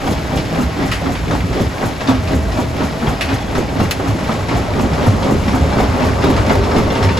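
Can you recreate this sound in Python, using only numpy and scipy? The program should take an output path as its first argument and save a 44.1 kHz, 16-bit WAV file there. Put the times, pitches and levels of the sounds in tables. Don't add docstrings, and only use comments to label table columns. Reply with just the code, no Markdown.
import sys
import numpy as np
from scipy import signal
from scipy.fft import rfft, irfft, next_fast_len
from scipy.io import wavfile
from scipy.ndimage import uniform_filter1d

SR = 44100
rng = np.random.default_rng(int(sys.argv[2]) if len(sys.argv) > 2 else 0)


def generate_wav(sig):
    pcm = np.round(np.clip(np.atleast_2d(sig).T, -1, 1) * 32767).astype(np.int16)
    wavfile.write(sys.argv[1], SR, pcm)


N = 317079
PATH_TURNS = np.array([[0], [.25]])


# time_s, rasp_db, early_s, crunch_db, boom_db, grit_db
JAW_STROKES = [(0.12, -36.5, 0.036, -21, -23, -39), (0.369, -38, 0.0011, -21, -22, -31),
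               (0.62, -36, 0.051, -25.5, -21.5, -28), (0.87, -39, 0.031, -22.5, -19.5, -30),
               (1.13, -40, 0.046, -24, -20, -30.5), (1.37, -42, 0.034, -24, -23.5, -31.5),
               (1.62, -38.5, 0.025, -20.5, -16.5, -29), (1.869, -36, 0.013, -20, -22, -30),
               (2.1, -39, -0.0072, -18.5, -23, -41), (2.36, -39, 0.028, -24.5, -19, -31),
               (2.61, -39, 0.0091, -21, -23.5, -31.5), (2.86, -44, 0.046, -19.5, -19.5, -28.5),
               (3.1, -39, 0.037, -22, -20.5, -34), (3.35, -38, 0.017, -30, -20.5, -29),
               (3.59, -38.5, 0.0019, -21.5, -20, -30.5), (3.841, -38, 0.015, -25, -20, -29.5),
               (4.09, -40, 0.013, -22.5, -21.5, -30), (4.34, -43, 0.034, -22.5, -24, -28.5),
               (4.58, -38.5, 0.025, -20.5, -19, -30), (4.82, -38, 0.023, -26, -17, -35),
               (5.079, -39, 0.033, -19.5, -19, -26.5), (5.32, -39, 0.026, -18.5, -17, -34),
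               (5.56, -38.5, 0.014, -30, -23, -30), (5.82, -41, 0.012, -17.5, -15, -28),
               (6.06, -38, 0.022, -18.5, -19.5, -29), (6.31, -39, 0.0096, -18.5, -15.5, -31),
               (6.53, -37.5, 0.0025, -32, -15.5, -36), (6.789, -38, 0.02, -18.5, -17, -31),
               (7.05, -41, 0.043, -20.5, -27, -29.5)]
# frequency_hz, level_db
CRUNCH_TONE = [(250, -12), (420, -5), (550, 0.5), (800, -1.5), (1200, -9), (1600, -19.5), (2500, -52),
               (6000, -90)]
# frequency_hz, level_db
BOOM_TONE = [(90, -8), (140, -4.5), (200, 0), (300, -4.5), (420, -7.5), (520, -11.5), (800, -62),
             (2000, -90)]
# frequency_hz, level_db
FRAME_FORCE = [(60, -35), (150, 15), (1500, 2), (4000, -13.5), (9000, -80)]
# pitch_hz, width_hz, far_db, near_db
FRAME_NOTES = [(154.5, 48, -11.5, -18), (216.4, 24, -16, -13), (270.2, 21.6, -6.5, -8.5),
               (403, 42, -24, -5.5), (538, 20, -26, -10), (775, 35, -9, -56), (917, 9.8, -88, -6.5),
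               (1120, 140, -36, -9.5)]

def jaw_crunch():
    time_s, _, early_s, crunch_db, boom_db, _ = np.transpose(JAW_STROKES)
    boom = swell("boom", time_s - early_s, boom_db, build_s=0.038, release_s=0.05)
    crush = swell("crunch", time_s - early_s, crunch_db, build_s=0.057, release_s=0.037)
    chunks = gain_of(-4) * grains(CRUNCH_TONE, per_s=800, spread_db=3.8, fade_s=0.34)
    chunks += gain_of(-9) * pebbles(CRUNCH_TONE, low_hz=399.3, high_hz=1706, spread_db=3.9, width_hz=22.3)
    shake = grains(FRAME_FORCE, per_s=800, spread_db=1.7, fade_s=0.041)
    steel = np.zeros((2, N))
    for k, (hz, width_hz, far_db, near_db) in enumerate(FRAME_NOTES):
        push = boom if k < 4 else crush
        steel += push * gain_of(by_distance(far_db, near_db)) * evened(ring(shake, hz, width_hz))
    thuds = grains(BOOM_TONE, per_s=800, spread_db=4.4, fade_s=0.17)
    return boom * thuds + crush * chunks + steel


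# start_s, level_db, pitch_hz, crush_db, fade_s
BOULDER_BLOWS = [(0.068, -13, 232, -10, 0.091), (.324, -14, 168, -15, .2), (.584, -7.5, 246, -13.5, 0.25),
                 (.768, -16, 291, -17, 0.22), (1.056, -14.5, 272.4, -10, 0.41), (1.304, -19, 169, -1, 0.3),
                 (1.332, -8, 292, -20, 0.091), (1.438, -13, 177, -24, 0.23), (1.826, -17.5, 254, 2, 0.11),
                 (2.084, -1.5, 261, -16, 0.22), (2.125, -15, 252, -23, 0.3), (2.33, -11, 256, -22, 0.23),
                 (2.586, -3, 255, -17, 0.084), (2.805, -9.5, 268, -12, 0.18), (3.021, -12, 228, -10, 0.16),
                 (3.073, -6.5, 139, -11, 0.12), (3.106, -11, 261, -23, 0.11), (3.331, -7, 115, -25, 0.07),
                 (3.313, -16, 270, -4, 0.14), (3.549, -11.5, 254, -9.5, 0.17), (3.76, -10.5, 233, -14, 0.1),
                 (3.798, -7, 211, -8.5, 0.095), (3.838, -12, 134, -28, 0.062), (3.994, -12, 383, -8, 0.12),
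                 (4.059, -12, 283, -7, 0.091), (4.292, -6.5, 221, -9.5, 0.095),
                 (4.514, -20, 231, -2.5, 0.18), (4.783, -13, 230, -12, 0.43),
                 (4.913, -11, 156.3, -21, 0.16), (4.98, -13, 382, -5, 0.1), (5.064, -2.5, 247, -13, 0.07),
                 (5.074, 3.5, 100, -30, 0.1), (5.129, -14.5, 221, -11, 0.23), (5.245, -10, 550, -19, 0.11),
                 (5.305, -14.5, 230, -19, .16), (5.478, -7.5, 203, -14, 0.14),
                 (5.533, -6, 261.6, -13.5, 0.23), (5.614, -9, 151, -19, 0.19), (5.881, -13, 272, -18, 0.15),
                 (5.937, -14.5, 246, -10, 0.33), (6.03, -14.5, 262, -21, 0.84),
                 (6.235, -3, 289, -12, 0.073), (6.374, -18.5, 328, -0.5, 0.3),
                 (6.503, -9.5, 530, 1.5, 0.086), (6.54, -11, 553, -19, 0.12), (6.598, -16, 404, -22, 0.15),
                 (6.714, -19, 229, 3, 0.12), (6.751, -15, 290, -8, 0.13), (6.786, -6, 226, -12, 0.13)]
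# frequency_hz, level_db
CRUSH_TONE = [(150, -41), (400, -4), (800, 0), (1300, -1), (2000, -12.5), (4000, -36), (9000, -80)]

def boulder_blows():
    out, t = np.zeros((2, N)), np.arange(6000) / SR
    for start_s, level_db, hz, crush_db, fade_s in BOULDER_BLOWS:
        swing = np.sin(2 * np.pi * (hz * t + PATH_TURNS))
        thud = (1 - np.exp(-t / 0.0037)) * fade(t, fade_s) * swing
        crush = gain_of(crush_db) * puff(CRUSH_TONE, 0.0031, 1.25 * fade_s, len(t))
        add(out, start_s, gain_of(level_db) * (thud + crush))
    return out


STONE_NOTES = [(0.698, 0.3), (.85, 0.26), (0.996, 1), (1.079, 0.41), (1.33, 0.25), (1.6, 0.37)]
# pitch_hz, level_db, fade_s
PLATE_NOTES = [(2110, -12, .1), (2800, 0, 0.11), (3300, -2, 0.1), (3550, -1, 0.11), (3750, -4, 0.08),
               (4130, 0, 0.08), (5310, 0, 0.15), (5440, -1, 0.1)]

def crack(hz, tilt_db, clink_db, ring_db, rise_s, fade_s, tone, clear_db):
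    t = np.arange(4800) / SR
    tilted = [(f, db + tilt_db * np.log2(f / 2500)) for f, db in tone]
    sharp_front = 1 + .5 * np.exp(-t / 0.00039)
    snap = puff(tilted, rise_s, fade_s, len(t)) * sharp_front
    rough = sum(strength * ring(snap, hz * ratio, width_hz=330) for ratio, strength in STONE_NOTES)
    rough *= np.std(snap) / np.std(rough)
    clear = sum(strength * gain_of(tilt_db * np.log2(ratio)) * note(hz * ratio, t)
                for ratio, strength in STONE_NOTES)
    clear *= gain_of(clear_db) * np.minimum(t / rise_s, 1) * fade(t, fade_s / 2)
    rock = snap + gain_of(ring_db) * (rough + clear)
    phases = 2 * np.pi * rng.random((len(PLATE_NOTES), 2, 1))
    nudges = rng.standard_normal((len(PLATE_NOTES), 2)) * (2.5, .008)
    clink = np.zeros((2, len(t)))
    for (plate_hz, db, ring_s), phase, (nudge_db, detune) in zip(PLATE_NOTES, phases, nudges):
        swing = np.sin(2 * np.pi * plate_hz * (1 + detune) * t + phase)
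        clink += gain_of(db + nudge_db) * fade(t, ring_s) * swing
    wobble = evened(uniform_filter1d(rng.standard_normal(len(t)), size=150))
    rattle = np.minimum(t / 0.0019, 1) * (1 + 0.49 * np.tanh(wobble))
    return gain_of(-9.5) * rock + gain_of(clink_db) * rattle * clink


# start_s, level_db, pitch_hz, tilt_db_per_octave, clink_db
ROCK_SPLITS = [(0.0672, -23, 3040, -4, -28), (0.1215, -23.5, 3280, -3, -9), (0.3726, -21.5, 2960, -1, -16),
               (0.796, -17.5, 1940, -16, -27), (0.8236, -18.5, 2110, -7, -32),
               (0.878, -21.5, 1920, -3, -31), (1.0635, -23, 1930, -9, -19),
               (1.1516, -19.5, 2260, -5.5, -31), (1.3105, -24, 3700, -2, -30), (1.404, -37, 2200, -4, -30),
               (1.5277, -20, 2100, -5.5, -27), (1.816, -17, 2210, -17, -30), (2.0067, -17.5, 1920, -5, -35),
               (2.0737, -14.5, 3610, -5.5, -28), (2.2751, -24.5, 2470, -2, -25),
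               (2.5189, -22.5, 2500, -3, -28), (2.584, -30, 2460, 2, -26), (2.835, -28, 2430, 6, -33),
               (3.069, -18.5, 3280, -10, -30), (3.288, -15, 2506, -9, -32), (3.5515, -19, 1890, -3, -31),
               (3.802, -27, 1990, -2, -7.5), (4.187, -20.5, 1890, -6, -32), (4.3134, -21.5, 1880, -3, -31),
               (4.4849, -16.5, 2190, -5.5, -31), (4.522, -24, 2030, -7, -33), (4.7927, -23, 2740, -8, -16),
               (4.932, -23, 2260, -2, -24), (5.062, -30, 1980, 8, -27), (5.228, -20.5, 3340, -5, -19),
               (5.4784, -20, 2360, -5.5, -14), (5.726, -14, 2320, -21, -17), (5.7853, -18, 2080, -7, -25),
               (6.02, -21, 2650, -8, -30), (6.221, -19, 2060, -4.5, -19), (6.24, -15, 3740, -9, -28),
               (6.364, -17, 2110, -3.5, -25), (6.4632, -19, 2300, -5, -22), (6.4953, -14, 2140, -5.5, -21),
               (6.6368, -21.5, 2123, -2.5, -15), (6.711, -26, 2350, -5, -7), (6.7622, -18.5, 2140, -3, -11),
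               (6.9024, -17.5, 2110, -10, -13), (6.953, -20.5, 2100, -3, -16),
               (7.027, -15, 1960, -3.5, -15), (7.088, -13.5, 2670, -9, -30), (7.171, -16, 2100, -2.5, -13)]
# frequency_hz, level_db
SPLIT_TONE = [(300, -36), (800, -3), (1500, -1), (3000, -3), (5000, 0.5), (7000, -6.5), (11000, -10.5),
              (16000, -57)]
# start_s, level_db, pitch_hz, tilt_db_per_octave, clink_db, ring_db,
# rise_s, fade_s, splinters_db, treble_db
ROCK_BURSTS = [(0.9135, -12.5, 2870, -3, -41, -1.5, 0.003, 0.31, -32, -22),
               (3.2089, -12, 2635, -2, -34, 3, 0.001, 0.22, -33, -18),
               (3.9092, -9.5, 2600, 1, -25, 0, 0.0011, 0.11, -23.5, 3)]
# frequency_hz, level_db
BURST_TONE = [(600, -40), (1200, 1), (1900, 0), (3000, -5), (5000, -4), (7000, -11.5), (11000, -8.5),
              (16000, -57)]

def rock_cracks():
    out = np.zeros((2, N))
    for start_s, level_db, *rock in ROCK_SPLITS:
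        split = crack(*rock, ring_db=-4, rise_s=0.00031, fade_s=0.33, tone=SPLIT_TONE, clear_db=0)
        add(out, start_s, gain_of(level_db) * split)
    for start_s, level_db, *rock, _, _ in ROCK_BURSTS:
        add(out, start_s, gain_of(level_db) * crack(*rock, tone=BURST_TONE, clear_db=-5.5))
    return out


# start_s, level_db, pitch_hz, fade_s
SHORT_KNOCKS = [(0.1274, -22, 2250, 0.044), (0.773, -23, 3280, 0.05), (0.917, -19, 2010, 0.08),
                (0.92, -17.5, 1325, 0.12), (0.921, -20, 3120, 0.07), (3.9095, -17, 4100, 0.046),
                (3.909, -13, 2600, 0.06), (3.2093, -11, 1850, 0.07), (3.911, -21, 6500, 0.04),
                (3.916, -18, 2230, 0.06), (1.065, -26, 2760, 0.037), (1.278, -18, 2260, 0.05),
                (1.4042, -15, 2090, 0.054), (1.779, -18, 2240, 0.046), (2.272, -19, 2450, 0.05),
                (2.7655, -20, 2330, 0.05), (3.0126, -21, 2320, 0.05), (3.5044, -29, 2270, 0.043),
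                (3.9988, -21, 2144, 0.05), (4.241, -16, 2256, 0.046), (4.484, -24, 2156, 0.044),
                (4.7345, -18, 2330, 0.054), (4.9152, -19, 2230, 0.035), (5.479, -14.5, 2305, 0.059),
                (5.9694, -18, 2480, 0.05), (6.3292, -27, 2210, 0.045), (6.464, -21, 2360, 0.05),
                (6.7113, -25, 4240, 0.06), (5.365, -24, 2980, 0.07), (5.4275, -21, 2230, 0.07),
                (5.526, -19, 1600, 0.07), (5.674, -24, 1730, 0.064), (5.871, -26, 2000, 0.08),
                (5.924, -17, 1585, 0.088), (5.997, -19, 1740, 0.08), (6.084, -14, 1500, 0.091),
                (6.13, -17, 1750, 0.05), (6.299, -18, 1660, 0.08), (6.573, -21, 1550, 0.08),
                (6.94, -21, 2100, 0.08), (6.973, -24, 2780, 0.1), (7.009, -21, 1570, 0.08),
                (7.045, -19, 2120, 0.08), (7.115, -23, 2710, 0.15), (0.072, -8, 746, 0.088),
                (0.525, -10, 610, 0.063), (0.586, -18, 670, 0.11), (1.011, -11, 580, 0.074),
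                (1.31, -12.5, 1206, 0.064), (1.329, -11, 540, 0.096), (1.349, -10, 860, 0.068),
                (1.552, -8, 369, 0.095), (2.092, -8, 900, 0.1), (2.11, -12, 530, 0.09),
                (2.316, -9, 403, 0.11), (2.574, -10, 843, 0.086), (3.069, -17, 390, 0.088),
                (3.552, -15, 784, 0.08), (3.8, -6.5, 826, 0.07), (3.803, -16, 1340, 0.063),
                (4.289, -13, 580, 0.062), (4.79, -11, 400, 0.08), (5.028, -8, 405, 0.11),
                (5.062, -10, 910, 0.06), (5.078, -9, 546, 0.065), (5.78, -13, 920, 0.09),
                (5.799, -7.5, 742, 0.099), (5.829, -6, 620, 0.08), (6.192, -20, 561, 0.07),
                (6.239, -0.5, 404, 0.068), (6.489, -12, 586, 0.088), (6.552, -1, 590, 0.054),
                (6.829, -9, 550, 0.061), (6.919, -7.5, 450, 0.13)]

def short_knocks():
    out, t = np.zeros((2, N)), np.arange(2400) / SR
    for start_s, level_db, hz, fade_s in SHORT_KNOCKS:
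        clear = sum(strength * note(hz * ratio, t) for ratio, strength in STONE_NOTES)
        noise = evened(ring(rng.standard_normal((2, len(t))), hz, 0.4 * hz))
        loudness = gain_of(level_db) * np.minimum(t / .0025, 1) * fade(t, fade_s)
        add(out, start_s, loudness * (gain_of(-6.5) * clear + gain_of(-12) * noise))
    return out


# frequency_hz, level_db
GRAVEL_TONE = [(900, 2), (1400, 3.5), (2000, 2), (3000, -2.5), (4500, -6), (5800, -8.5), (7000, -52),
               (9000, -50), (14000, -80)]
# frequency_hz, level_db
DUST_TONE = [(4500, -17), (6300, 1.5), (7000, 0), (9000, -4), (11000, -4.5), (13000, -7.5), (15000, -9.5),
             (17000, -41)]

def sliding_grit():
    time_s, rasp_db, early_s, _, _, grit_db = np.transpose(JAW_STROKES)
    gravel = grains(GRAVEL_TONE, per_s=1700, spread_db=0.45, fade_s=0.057)
    gravel += gain_of(-9.5) * pebbles(GRAVEL_TONE, low_hz=891.4, high_hz=5985, spread_db=3, width_hz=30.6)
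    dust = grains(DUST_TONE, per_s=2200, spread_db=0.73, fade_s=0.061)
    dull = colour(dust, lambda hz: 1 / np.sqrt(1 + (hz / 12000) ** 8))
    dust = dull + gain_of(by_distance(-.7, -27)) * (dust - dull)
    slide = swell("grit", time_s - early_s, grit_db, build_s=0.049, release_s=0.056)
    rub = swell("rasp", time_s, rasp_db - 6, build_s=0.067, release_s=0.023)
    return slide * gravel + rub * dust


# early_s, above_rasp_db
STROKE_HISSES = [(0.017, 6.5), (0.0078, 2.5)]
# frequency_hz, level_db
TREBLE_TONE = [(9000, -40), (11500, 3), (13000, 7), (15000, -4), (17000, -12)]

def splinters():
    out = np.zeros((2, N))
    stroke_treble_db = by_distance(-13, -10)
    hisses = [(time_s - early_s, 0.0096, 0.14, rasp_db + above_db, stroke_treble_db[round(time_s * SR)])
              for time_s, rasp_db, *_ in JAW_STROKES for early_s, above_db in STROKE_HISSES]
    for start_s, *_, rise_s, fade_s, level_db, treble_db in hisses + ROCK_BURSTS:
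        hiss = puff(DUST_TONE, rise_s, fade_s, samples=3600)
        hiss += gain_of(treble_db) * puff(TREBLE_TONE, rise_s, 0.53 * fade_s, samples=3600)
        add(out, start_s, gain_of(level_db) * hiss)
    return out


# time_s, level_db, pitch_hz
GROUND_LUMPS = [(0.158, -26, 118), (0.25, -38, 65.0), (0.381, -20, 127), (0.667, -15, 67.0),
                (0.901, -16.5, 110), (1.12, -23, 65.0), (1.339, -20, 106), (1.47, -16, 94.5),
                (1.631, -19, 111), (1.877, -17, 107), (2.131, -18, 113), (2.2, -19, 83.0), (2.401, -17, 80),
                (2.47, -16.5, 56.5), (2.711, -17, 80.3), (2.941, -26, 71.0), (3.097, -13, 55.7),
                (3.35, -21, 103), (3.501, -24, 67.0), (3.649, -18, 104), (3.84, -16, 102), (4.11, -14, 102),
                (4.408, -25, 91), (4.559, -15.5, 119.5), (4.85, -16, 100), (5.088, -9, 98),
                (5.202, -18, 92.5), (5.359, -16, 117), (5.419, -21, 73.6), (5.642, -17, 77.2),
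                (5.829, -14.5, 59.5), (5.899, -15, 85.5), (6.111, -13, 89), (6.389, -8.5, 92),
                (6.588, -11.5, 96), (6.831, -14.5, 108), (7.059, -9, 95)]
# frequency_hz, level_db
RUMBLE_TONE = [(20, -25), (35, -32), (50, 11.5), (65, 12), (100, 11), (130, 7), (160, -6), (220, -68)]

def ground_rumble():
    times_s, levels_db, _ = np.transpose(GROUND_LUMPS)
    loudness = swell("rumble", times_s, levels_db - 7.5, build_s=0.028, release_s=0.058)
    out = loudness * grains(RUMBLE_TONE, per_s=200, spread_db=0.96, fade_s=1.0)
    t = np.arange(-4000, 4000) / SR
    hump = np.exp(-(t / 0.029) ** 2)
    for time_s, level_db, hz in GROUND_LUMPS:
        swing = np.sin(2 * np.pi * (hz * t + rng.random((2, 1))))
        add(out, time_s + t[0], gain_of(level_db) * hump * swing)
    return out


# pitch_hz, width_hz, far_db, near_db
HUM_NOTES = [(163.7, 6.2, -30, -38), (916, 7.5, -94, -43), (1515, 4.6, -86, -39), (1990, 22, -53, -48)]
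# time_s, pitch_hz, level_db
MOTOR_WHINE = [(0, 630, -33), (.7, 640, -31), (1.3, 637, -44), (2.05, 632, -36), (2.2, 634, -28),
               (3, 643.5, -31.5), (3.7, 660, -38), (4.6, 609, -33), (5.8, 615.6, -31), (7.19, 605, -29)]

def motor_and_belts():
    noise = rng.standard_normal((2, N))
    hum = np.zeros((2, N))
    for hz, width_hz, far_db, near_db in HUM_NOTES:
        narrow = ring(ring(noise, hz, width_hz), hz, 4 * width_hz)
        hum += gain_of(by_distance(far_db, near_db)) * evened(narrow)
    waver_hz = 13.85 * evened(uniform_filter1d(noise, 3000, axis=1))
    turns = np.cumsum(curve(MOTOR_WHINE, column=1) + waver_hz, axis=1) / SR
    return hum + gain_of(curve(MOTOR_WHINE, column=2)) * np.sin(2 * np.pi * turns)


# time_s, rumble_db, boom_db, crunch_db, grit_db, rasp_db
RESTING_LEVELS = [(0.0, -23, -24.5, -26.5, -28.5, -41.5), (0.92, -26.5, -26, -29, -30.5, -43.5),
                  (1.16, -24, -27.5, -31, -31, -43), (1.54, -19, -24.5, -28.5, -30.5, -42.5),
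                  (1.86, -32.5, -28.5, -26.5, -30.5, -42.5), (2.18, -27, -26.5, -29.5, -29, -42.5),
                  (2.36, -20.5, -28, -27.5, -32.5, -43), (3.14, -27, -28.5, -25, -29.5, -42.5),
                  (3.7, -24, -26.5, -24.5, -31, -43.5), (4.31, -25, -25, -25, -30, -41),
                  (4.75, -20, -24, -21.5, -29.5, -43), (5.08, -20, -23, -23.5, -29, -39.5),
                  (6.51, -21, -22, -20, -27, -41), (7.19, -21.5, -21.5, -23.5, -29.5, -41)]

def swell(layer, times_s, peaks_db, build_s, release_s):
    column = 1 + ["rumble", "boom", "crunch", "grit", "rasp"].index(layer)
    steps = np.arange(0, N, 64)
    t = steps / SR - times_s[:, None]
    humps = gain_of(peaks_db)[:, None] ** 2 * np.exp(-(t / np.where(t < 0, build_s, release_s)) ** 2)
    power = np.interp(np.arange(N), steps, humps.sum(axis=0))
    return np.sqrt(power + gain_of(curve(RESTING_LEVELS, column)) ** 2)


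# time_s, nearness (0 far, 1 close)
APPROACH = [(0, 0.03), (4, 0.27), (5, 0.8), (6, 0.88), (7.19, 0.98)]

def by_distance(far_db, near_db):
    return far_db + (near_db - far_db) * curve(APPROACH, column=1)


def grains(tone, per_s, spread_db, fade_s):
    hits = gain_of(spread_db * np.minimum(rng.exponential(1, N), 5)) * (rng.random(N) < per_s / SR)
    power = signal.lfilter([1], [1, -gain_of(-120 / (fade_s * SR))], hits ** 2)
    return shaped(np.sqrt(power + 1e-12) * rng.standard_normal((2, N)), tone)


def pebbles(tone, low_hz, high_hz, spread_db, width_hz, per_s=300):
    pitches_hz = np.geomspace(low_hz, high_hz, num=11)
    hits = gain_of(spread_db * np.minimum(rng.exponential(1, N), 4)) * (rng.random(N) < per_s / SR)
    hits = hits * rng.choice([-1., 1.], (2, N))
    which = rng.integers(0, len(pitches_hz), N)
    return evened(sum(gain_of(read(tone, hz)) * ring(hits * (which == k), hz, width_hz)
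                      for k, hz in enumerate(pitches_hz)))


def puff(tone, rise_s, fade_s, samples):
    t = np.arange(samples) / SR
    return np.minimum(t / rise_s, 1) * fade(t, fade_s) * shaped(rng.standard_normal((2, samples)), tone)


def note(hz, t):
    return np.sin(2 * np.pi * (hz * t + rng.random() + PATH_TURNS))


def ring(x, hz, width_hz):
    r, c = np.exp(-np.pi * width_hz / SR), np.cos(2 * np.pi * hz / SR)
    return signal.lfilter([2 * (1 - r), -2 * (1 - r) * r * c], [1, -2 * r * c, r * r], x)


def fade(t, fade_s):
    return gain_of(-60 * t / fade_s)


def gain_of(db):
    return 10 ** (np.asarray(db) / 20)


def evened(x):
    return x / np.sqrt(np.mean(x ** 2) + 1e-20)


def read(table, hz):
    row_hz, values = np.transpose(table)
    return np.interp(np.log(hz + 1), np.log(row_hz + 1), values)


def curve(table, column):
    rows = np.asarray(table)
    return np.interp(np.arange(N) / SR, rows[:, 0], rows[:, column])


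def colour(x, gain):
    size = next_fast_len(x.shape[-1])
    return irfft(rfft(x, size) * gain(np.fft.rfftfreq(size, 1 / SR)), size)[..., :x.shape[-1]]


def shaped(noise, tone):
    return evened(colour(noise, lambda hz: gain_of(read(tone, hz))))


def add(mix, start_s, sound):
    part = mix[:, round(start_s * SR):][:, :sound.shape[1]]
    part += sound[:, :part.shape[1]]


def scene():
    background = ground_rumble() + motor_and_belts()
    crushing = jaw_crunch() + sliding_grit() + boulder_blows() + rock_cracks()
    return background + crushing + short_knocks() + splinters()


# frequency_hz, likeness (0 to 1)
SIDE_LIKENESS = [(60, 0.96), (170, 0.93), (500, 0.68), (900, 0.6), (1550, 0.19), (1900, 0.41), (2600, 0.76),
                 (4200, 0.9), (5700, 0.4), (6700, 1), (16000, 1)]
# frequency_hz, lead_radians
RIGHT_LEAD = [(0, 0), (2200, 0), (3000, .5), (5000, .3), (6000, 0), (7000, 0), (15300, 12.5)]
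# frequency_hz, left_minus_right_db
SIDE_BALANCE = [(60, -1.5), (130, 0.5), (290, -2), (640, 1), (1410, 1.5), (3100, 1.0), (6820, 1),
                (15000, -1.5)]

def record(dry):
    def likeness(hz):
        return read(SIDE_LIKENESS, hz)

    def lean(hz):
        return gain_of(read(SIDE_BALANCE, hz) / 2)

    def lead(hz):
        return np.exp(1j * np.interp(hz, *np.transpose(RIGHT_LEAD)))

    left = colour(dry[0], lean)
    shared = colour(dry[0], lambda hz: likeness(hz) * lead(hz) / lean(hz))
    right_only = colour(dry[1], lambda hz: np.sqrt(1 - likeness(hz) ** 2) / lean(hz))
    ceiling, cutoff_hz = .93, 15600
    both = np.array([left, shared + right_only]) / ceiling
    rounded = ceiling * both / (1 + both ** 8) ** (1 / 8)
    treble_cut = signal.firwin(511, cutoff_hz, window=("kaiser", 9), fs=SR)
    return signal.oaconvolve(rounded, treble_cut[None], "same")


dry = scene()
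out = record(dry)
generate_wav(out)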